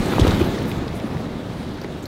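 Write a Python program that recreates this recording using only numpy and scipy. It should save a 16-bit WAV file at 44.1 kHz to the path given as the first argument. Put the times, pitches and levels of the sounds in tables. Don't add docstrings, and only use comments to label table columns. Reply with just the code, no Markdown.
import sys
import numpy as np
from scipy import signal
from scipy.io import wavfile

SR = 44100
rng = np.random.default_rng(int(sys.argv[2]) if len(sys.argv) > 2 else 0)


def volts(x):
    e = np.asarray(x, float) / 20
    return 10 ** e


def generate_wav(sig):
    pcm = np.round(np.clip(np.atleast_2d(sig).T, -1, 1) * 32767).astype(np.int16)
    wavfile.write(sys.argv[1], SR, pcm)


N = 91419
CROSSOVER_HZ = 1200
LOW_EDGES_HZ = CROSSOVER_HZ * 2 ** np.arange(-6, .1, .4)
HIGH_EDGES_HZ = np.geomspace(CROSSOVER_HZ, 17500, 19)


def rms_one(x):
    return x / np.sqrt(np.mean(x ** 2) + 1e-20)


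def drift(rate):
    step, run_in = 40, 2000
    r = np.exp(-2 * np.pi * rate * step / SR)
    white = rng.standard_normal(N // step + run_in + 2)
    slow = signal.lfilter([1], [1, -2 * r, r * r], white)[run_in:]
    return np.interp(np.arange(N) / step, np.arange(len(slow)), rms_one(slow))


def resonate(x, hz, width_hz):
    r = np.exp(-np.pi * width_hz / SR)
    poles = [1, -2 * r * np.cos(2 * np.pi * hz / SR), r * r]
    return signal.lfilter(np.array([1, 0, -1]) * (1 - r * r) / 2, poles, x)


def resonate_twice(x, hz, width_hz, second_width_hz):
    return resonate(resonate(x, hz, width_hz), hz, second_width_hz)


def air(spectrum, edges, swing_db, patchy_db, brightens):
    out = 0
    together = drift(12) + .4 * drift(3)
    hz_at, db_at = np.transpose(spectrum)
    white = rng.standard_normal((2, N + 8192))
    for k, (low, high) in enumerate(zip(edges, edges[1:])):
        bandpass = signal.butter(2, [low, high], "band", fs=SR, output="sos")
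        band = signal.sosfilt(bandpass, white[k % 2])[-N:]
        hz = np.sqrt(low * high)
        level_db = np.interp(np.log(hz), np.log(hz_at), db_at)
        flicker_db = patchy_db * (0.57 * together + drift(6.4))
        brightening_db = brightens * np.log2(hz / edges[0]) * swing_db
        out = out + band * volts(level_db + flicker_db + brightening_db)
    return rms_one(out)


def grains(per_s, low_hz, high_hz, cycles, positive_share):
    struck = rng.random(N) < per_s / SR
    blows = volts(2.5 * np.minimum(rng.exponential(1, N), 3)) * struck
    blows = blows * np.where(rng.random(N) < positive_share, 1, -1)
    dealt = rng.integers(0, 12, N)
    out = 0
    for k, hz in enumerate(np.geomspace(low_hz, high_hz, 12)):
        drive = blows * (dealt == k) / hz * high_hz + 1e-18
        out = out + resonate_twice(drive, hz, hz / cycles, 2 * hz / cycles)
    return rms_one(out)


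# f/Hz, spectral density level/dB
BLOWER_SPECTRUM = [(650, -30), (1100, -8), (1330, 3), (2410, -9.5), (3680, -12), (5070, -15), (12700, -35),
                   (15500, -33)]


def blower():
    return volts(-50) * air(BLOWER_SPECTRUM, HIGH_EDGES_HZ, 0, patchy_db=0.13, brightens=0)


# t/s, level/dB
VENT_FLOW = [
    (0.0, -30),
    (0.13, -28),
    (0.3, -25.5),
    (0.37, -27.5),
    (0.59, -32),
    (0.95, -36),
    (2.07, -40.5),
]


def flow_swing():
    s, db = np.transpose(VENT_FLOW)
    swing = np.interp(np.arange(N) / SR, s, db)
    return swing - swing.mean()


def crackle(swing):
    return volts(-48 + 1.1 * swing) * grains(450, 970, 4900, cycles=2.2, positive_share=0.48)


def flaps(swing):
    return volts(-33 + 0.48 * swing) * grains(220, 96.6, 424, cycles=1.53, positive_share=0.82)


# f/Hz, spectral density level/dB
HISS_SPECTRUM = [(650, -31), (1100, -3), (1530, -7.5), (1680, -5), (2670, -10), (3890, -9), (4960, -18),
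                 (13100, -30.5), (15500, -31)]


def hiss(swing):
    return volts(-41 + 1.053 * swing) * air(HISS_SPECTRUM, HIGH_EDGES_HZ, swing, patchy_db=1.36, brightens=0.02)


# f/Hz, spectral density level/dB
ROAR_SPECTRUM = [(14, -41), (24, -9.5), (138, -2.5), (173, -5), (205, -0.5), (255, -4), (347, -6.5),
                 (384, -8.5), (1400, -22.5), (1820, -52), (3080, -120)]


def roar(swing):
    return volts(-26.5 + 0.74 * swing) * air(ROAR_SPECTRUM, LOW_EDGES_HZ, swing, patchy_db=.8, brightens=0.033)


# t/s, length/s, level/dB, f/Hz
SCUFFS = [(-0.05, 0.22, -45.5, 7160), (0.03, 0.17, -56, 12500), (0.095, 0.054, -32.5, 1240),
          (0.19, .024, -40, 7000), (0.268, 0.011, -41.5, 12100), (0.27, 0.31, -38, 1020),
          (0.325, 0.037, -44, 4000), (0.33, 0.055, -51, 12500), (0.33, 0.25, -48, 12100),
          (0.3, 0.34, -43, 2770), (0.468, 0.044, -36, 1500), (0.647, 0.092, -48, 12500),
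          (0.927, 0.077, -51, 9700), (1.19, .05, -61, 12500), (1.135, 0.17, -38, 460),
          (1.397, 0.58, -49.5, 3470), (-0.3, 0.82, -54, 11000), (0.42, 0.21, -48, 5500),
          (1.36, 0.5, -61, 7400), (0.217, 0.14, -37, 1080), (0.727, 0.085, -56, 12000),
          (1.0, 0.25, -65, 12000), (2.054, .012, -56, 11000)]


def scuffs():
    out = np.zeros(N)
    white = rng.standard_normal(N) * volts(2.2 * drift(140))
    for s, length, db, hz in SCUFFS:
        progress = np.clip((np.arange(N) / SR - s) / length, 0, 1)
        stroke = np.sin(np.pi * progress) ** 1.4
        width_hz = 0.8 * hz
        out += volts(db) * stroke * rms_one(resonate_twice(white, hz, width_hz, width_hz))
    return out


def strikes(table, width, broad_db):
    out = np.zeros(N + SR)
    t = np.arange(SR // 10) / SR
    first_instant = 2.4 * 2 * (t < 1.5 / SR)
    for s, db, hz, t60 in table:
        decay = volts(-60 * t / t60)
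        burst = (rng.standard_normal(len(t)) + first_instant) * decay
        ring = resonate_twice(burst, hz, width * hz, 2 * width * hz)
        crack = resonate_twice(burst * decay, hz, 1.8 * hz, 1.8 * hz)
        hit = ring / np.abs(ring).max() + volts(broad_db) * crack / np.abs(crack).max()
        start = int(s * SR)
        out[start:start + len(t)] += volts(db) * hit
    return out[:N]


# t/s, peak level/dB, f/Hz, t60/s
SEAM_SNAPS = [(0.1962, -26, 4500, 0.017), (0.2688, -28, 4500, .02), (0.2722, -27, 10000, .025),
              (0.2788, -26, 6500, 0.011), (0.2998, -32, 4500, 0.0091), (0.3098, -30, 9000, .008),
              (0.315, -34, 9000, 0.0069), (0.3945, -30, 5000, .02), (0.656, -40, 11000, .015),
              (0.6795, -37, 12500, .03), (0.694, -34, 11000, 0.027), (0.8899, -39, 9000, .01),
              (0.956, -35, 8000, .02), (2.025, -39, 6500, 0.018)]


def snaps():
    return strikes(SEAM_SNAPS, width=.9, broad_db=-10)


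# t/s, peak level/dB, f/Hz, t60/s
METAL_PINGS = [(0.243, -28, 4070, 0.015), (0.287, -37, 12800, .015), (0.2998, -35, 13500, .008),
               (0.346, -25.5, 3630, .03), (0.370, -31, 3700, .03), (0.413, -25, 2520, 0.025),
               (0.418, -32, 3700, .02), (0.447, -37, 3750, .03), (0.5862, -31, 5400, .008),
               (1.8148, -34, 4430, .035), (1.8155, -34.5, 5300, .025), (1.8143, -43, 12500, .035),
               (1.8365, -46, 12200, 0.026), (1.8365, -40, 4800, .025), (2.009, -51, 12500, .01),
               (2.0327, -42, 12500, .02), (2.0327, -38, 6950, .02), (2.0408, -43, 13500, .015),
               (2.0560, -29, 4300, 0.046), (2.0560, -37, 5200, .02), (2.0560, -38, 6700, .015),
               (2.0560, -44, 12000, .015), (2.0587, -48, 10400, .02), (2.0640, -38, 13000, .010),
               (2.0562, -39, 14000, .010) ]


def pings():
    return strikes(METAL_PINGS, width=.13, broad_db=-18)


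# t/s, peak level/dB, f/Hz, t60/s
PART_TICKS = [(0.1962, -15, 3480, 0.067), (0.198, -23, 7500, 0.041), (0.209, -24, 5200, 0.033),
              (0.214, -17, 3300, .03), (0.2695, -19, 3500, 0.03), (0.2695, -37, 11700, 0.021),
              (0.2789, -15, 3300, 0.012), (0.283, -24, 5900, 0.024), (0.3098, -16, 3350, 0.021),
              (0.3152, -27, 7400, 0.008), (0.136, -17.5, 1040, .02), (0.394, -27, 2200, 0.024),
              (0.582, -25, 1700, .02), (0.7936, -33, 1650, .03), (0.8899, -34.5, 2000, 0.018),
              (1.6307, -33, 1500, 0.018), (0.618, -27, 2500, 0.034), (0.88, -28, 3600, 0.03),
              (0.6265, -35, 13500, .015), (1, -30, 2100, 0.061), (1.000, -44, 13000, .015),
              (1.5, -33, 1100, .02), (1.787, -31, 1500, .03), (1, -29, 3000, .015),
              (1.1705, -29.5, 1760, .02), (0.7160, -20, 2350, .014), (1.8452, -29, 2200, .025),
              (0.3187, -15, 1300, .012), (1.845, -36, 3700, .02), (0.315, -25, 3400, .015),
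              (0.25, -22, 1400, 0.025), (0.234, -22.5, 1600, 0.034), (1.989, -48, 14000, .015),
              (1.8455, -33, 1100, .02), (2.0283, -37, 7600, .025), (2.0408, -36, 7300, 0.013)]


def ticks():
    return strikes(PART_TICKS, width=.35, broad_db=-12)


# t/s, peak level/dB, f/Hz, length/cycles
SKIN_THUMPS = [(0.0005, -21, 38.5, 1.8), (0.002, -17, 88, 1.4), (0.183, -5, 587, 1.06),
               (0.1962, -4.5, 231, 0.86), (0.2126, -4.5, 97, 2.2), (0.4122, -6, 335, 4.2),
               (0.411, -13, 85, 2.6), (0.222, -12, 53.4, 2.3), (0.2489, -5, 342, 1.76),
               (0.2677, -14.5, 140, 4.2), (0.2687, -10, 750, 0.96), (0.2693, -9.5, 330, 1.5),
               (0.276, -10.5, 101, 2.9), (0.3355, -9.5, 200, 1.6), (0.3461, -11, 170, 1.3),
               (0.367, -19, 188, 0.97), (0.331, -17, 100.5, 3.4), (0.4058, -15, 230, 1.6),
               (0.433, -15, 220, 0.87), (0.44, -13, 139, 0.88), (0.4843, -16, 500, 1.1),
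               (0.487, -17, 300, 1.1), (0.484, -16.5, 104, 1.9), (0.543, -29, 150, 1.8),
               (0.772, -13.5, 124, 1.2), (1.04, -15, 254, 3.1), (1.151, -21, 680, 2),
               (1.148, -20, 139, 1.6), (1.1606, -16.5, 130, 2.2), (1.2028, -17, 260, 1.6),
               (1.262, -19, 207, 1.7), (1.844, -22, 366, 3.3)]


def thumps():
    out = np.zeros(N + SR)
    for s, db, hz, cycles in SKIN_THUMPS:
        t = np.arange(int(cycles / hz * SR)) / SR
        u = t * hz / cycles
        sag = .3 * (2 / cycles) ** 2 * (.5 - u / 2)
        envelope = np.sin(np.pi * u ** .7) ** 1.3
        push = -np.sin(2 * np.pi * hz * t * (1 + sag)) * envelope
        start = int(s * SR)
        out[start:start + len(t)] += volts(db) * push / np.abs(push).max()
    return out[:N]


def scene():
    swing = flow_swing()
    vents = crackle(swing) + flaps(swing) + hiss(swing) + roar(swing)
    bicycle_and_seams = snaps() + pings() + ticks()
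    return (blower() + vents + scuffs() + bicycle_and_seams + thumps())[None]


def low_pass(x):
    return signal.sosfilt(signal.butter(12, 15950, fs=SR, output="sos"), x)


def record(dry):
    x = dry + volts(-16.5) * resonate(dry, 4000, 170)
    limit = 1.6
    x = limit * np.tanh(x / limit)
    lowpass = signal.ellip(10, .3, 25, 15850, fs=SR, output="sos")
    x = signal.sosfilt(lowpass, x)
    return low_pass(x)


dry = scene()
out = record(dry)
generate_wav(out)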